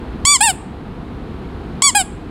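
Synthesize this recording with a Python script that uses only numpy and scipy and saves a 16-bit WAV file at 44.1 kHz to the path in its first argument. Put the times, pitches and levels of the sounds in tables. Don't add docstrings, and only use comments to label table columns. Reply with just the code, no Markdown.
import sys
import numpy as np
from scipy import signal
from scipy.fft import rfft, irfft, next_fast_len
from scipy.io import wavfile
from scipy.ndimage import uniform_filter1d, minimum_filter1d, map_coordinates

SR = 44100
rng = np.random.default_rng(int(sys.argv[2]) if len(sys.argv) > 2 else 0)


def store_pcm(level_fs):
    pcm = np.round(np.clip(level_fs, -1, 1) * 32767).astype(np.int16)
    wavfile.write(sys.argv[1], SR, np.atleast_2d(pcm).T)


N = 101430


def amp(db):
    return 10 ** (np.asarray(db) / 20)


def unit(x):
    return x / np.sqrt(np.mean(x ** 2) + 1e-20)


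def along(points, hz):
    f, v = np.transpose(points)
    return np.interp(np.log(hz + 1), np.log(f + 1), v)


def wobble(rate):
    knots = rng.standard_normal(int(N * rate / SR) + 4)
    return map_coordinates(knots, [np.arange(N) * rate / SR])


def filtered(x, response):
    m = next_fast_len(N + SR // 2)
    gain = response(np.fft.rfftfreq(m, 1 / SR))
    return irfft(rfft(x, m) * gain, m)[:N]


def noise(spectrum):
    return unit(filtered(rng.standard_normal(N), lambda hz: amp(along(spectrum, hz))))


def room_rumble():
    # f/Hz, relative level per Hz/dB
    rumble_spectrum = [(15, -34), (25, -9), (64, 0.5), (120, -8.5), (149, -5), (180, -5.5), (249, -6),
                       (335, -9.5), (503, -15.5), (560, -24), (677, -18.5), (1160, -23), (2000, -31.5),
                       (4140, -39), (5730, -53), (9570, -56), (16000, -68.5)]
    return amp(-27.5) * noise(rumble_spectrum)


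def thump():
    peak_s, pitch_hz, level_db = .2485, 70, -7
    width_s = .003
    t = np.arange(N) / SR - peak_s
    return amp(level_db) * np.exp(-np.abs(t) / width_s) * np.cos(2 * np.pi * pitch_hz * t)


def squeak(rows, colour, gain_db, jitter, shimmer_db, air_db, count=22):
    # f/Hz, relative level/dB
    air_spectrum = [(300, -17), (800, -4), (1700, -2), (2700, -0.5), (4500, -5), (5900, -11.5),
                    (7000, -2.5), (8200, 0.5), (10000, -7.5), (13000, -19), (16000, -19)]
    attack_s, release_s = 0.0018, 0.0017
    chiff_db, chiff_s = 0.5, .0016
    full_db, dulling = -11.5, .25
    flutter_hz = 8100
    phase_scatter = 1.3

    s, pitch_hz, level_db = np.transpose(rows)
    clock = np.arange(N) / SR
    on = (clock > s[0]) & (clock < s[-1] + 10 * release_s)
    t = clock[on]
    hz = np.interp(t, s, pitch_hz) * (1 + jitter * wobble(500)[on])
    flow_db = np.interp(t, s, level_db)
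    phase = 2 * np.pi * np.cumsum(hz) / SR

    k = np.arange(1, count + 1)[:, None]
    flutter = np.array([wobble(90)[on] for _ in k])
    flutter_db = shimmer_db * k * hz / flutter_hz * flutter
    weights = amp(along(colour, k * hz) + flutter_db)
    weights = weights * (k * hz < SR / 2)
    weights = weights / np.sqrt(np.sum(weights ** 2, axis=0) / 2)
    weights = weights * amp(dulling * np.minimum(flow_db - full_db, 0) * np.log2(k))
    offsets = phase_scatter * rng.standard_normal(k.shape)
    reed = np.sum(weights * np.sin(k * phase + offsets), axis=0)

    air_level = amp(air_db) + amp(chiff_db) * np.exp(-(t - s[0]) / chiff_s)
    air = noise(air_spectrum)[on] * (1 + np.cos(phase)) * air_level
    attack = np.minimum((t - s[0]) / attack_s, 1)
    release = np.exp(-np.maximum(t - s[-1], 0) / release_s)
    out = np.zeros(N)
    out[on] = amp(flow_db + gain_db) * attack * release * (reed + air)
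    return out


def squeezes():
    # t/s, reed pitch f/Hz, level before gain_db/dB
    push_curves = [
        [(0.2508, 820, -13), (0.2525, 1031, -2.5), (0.265, 1128, -13), (0.276, 1140, -8.5), (0.326, 1171, -9.5),
         (0.344, 1121, -11), (0.36, 1046, -10), (0.372, 975, -20.5)],
        [(1.8202, 803, -13.5), (1.822, 1042, -5), (1.833, 1121, -14.5), (1.842, 1144, -9), (1.864, 1137, -9.5),
         (1.882, 1096, -9.5), (1.896, 1027, -14.5), (1.907, 950, -23)],
    ]
    # f/Hz, relative level/dB
    out_colour = [(1000, -6.5), (1150, -6.5), (2100, -9), (2320, -7), (3300, -7), (4200, -12.5),
                  (4620, -2.5), (5250, -7), (5950, -17), (6800, -3), (7500, 3), (8100, -3.5), (9000, -6),
                  (9500, -19), (10300, -18), (11500, -28), (12400, -27.5), (13000, -34), (13750, -32.5),
                  (15700, -42.5)]
    return sum(squeak(rows, out_colour, gain_db=7.5, jitter=.0007, shimmer_db=0.35, air_db=-47)
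               for rows in push_curves)


def refills():
    # t/s, reed pitch f/Hz, level before gain_db/dB
    draw_curves = [
        [(0.4055, 815, -21), (0.412, 810, -4), (0.421, 842, -9.5), (0.441, 932, -10), (0.455, 919, -12.5),
         (0.475, 866, -12), (0.49, 793, -14), (0.505, 749, -14.5), (0.522, 678, -28)],
        [(1.948, 792, -21.5), (1.954, 811.5, -8), (1.962, 832.4, -10.5), (1.971, 832, -8.5),
         (1.988, 790, -14.5), (2.001, 765, -15), (2.013, 744.4, -15.5), (2.028, 686, -26)],
    ]
    # f/Hz, relative level/dB
    in_colour = [(700, -10), (820, -2.5), (1450, -16.5), (1640, -7.5), (2200, -16.5), (2480, -9),
                 (3200, -11), (4200, -17.5), (4650, -13.5), (5350, -16.5), (5800, -38), (6250, -33),
                 (6700, -18.5), (7500, -4), (8300, -6), (9500, -15), (10000, -14), (10700, -25),
                 (12300, -26.5), (13300, -36), (15700, -34)]
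    return sum(squeak(rows, in_colour, gain_db=6.0, jitter=.0035, shimmer_db=2.8, air_db=-29)
               for rows in draw_curves)


def echo(x, t60, colour):
    hz, t, z = signal.stft(rng.standard_normal(SR), SR, nperseg=256)
    decay = amp(-60 * t / along(t60, hz)[:, None])
    tail = signal.istft(z * decay, SR, nperseg=256)[1]
    wet = signal.fftconvolve(x, tail / np.linalg.norm(tail))[:N]
    return filtered(wet, lambda f: amp(along(colour, f)))


def room(x):
    # f/Hz, level/dB
    walls_colour = [(700, -10.5), (4000, -4.5), (7000, -1.5), (10000, 2), (15000, 1)]
    # f/Hz, T60/s
    tail_t60 = [(500, 1), (3000, 0.52), (8000, 0.42), (14000, 0.12)]
    # f/Hz, level/dB
    tail_colour = [(700, -7.5), (3000, -3.5), (4700, -9), (6000, -4), (6800, -3), (7800, -3), (9000, 3),
                   (10800, 6), (12300, -4.5), (15000, -7.5)]
    walls = amp(-16) * echo(x, [(1000, .16)], walls_colour)
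    tail = amp(-24) * echo(x, tail_t60, tail_colour)
    return walls + tail


def ducked(x, threshold_db, slope, fall_db_per_s):
    power = np.abs(uniform_filter1d(x ** 2, size=160))
    level_db = 10 * np.log10(power + 1e-12)
    fall = fall_db_per_s * np.arange(N) / SR
    held_db = np.maximum.accumulate(level_db + fall) - fall
    return x * amp(-slope * np.maximum(held_db - threshold_db, 0))


def scene():
    toy = squeezes() + refills()
    mono = room_rumble() + thump() + toy + room(toy)
    return np.array([mono, mono])


def record(dry):
    x = ducked(dry.mean(axis=0), threshold_db=-17, slope=0.16, fall_db_per_s=13.5)
    x = ducked(x, threshold_db=-14, slope=0.48, fall_db_per_s=353)
    peak_gain = minimum_filter1d(1 / np.maximum(np.abs(x), 1), size=200)
    x = x * uniform_filter1d(peak_gain, size=200)
    top_hz = 15800
    x = filtered(x, lambda hz: 1 / (1 + (hz / top_hz) ** 200))
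    return np.array([x, x])


dry = scene()
out = record(dry)
store_pcm(out)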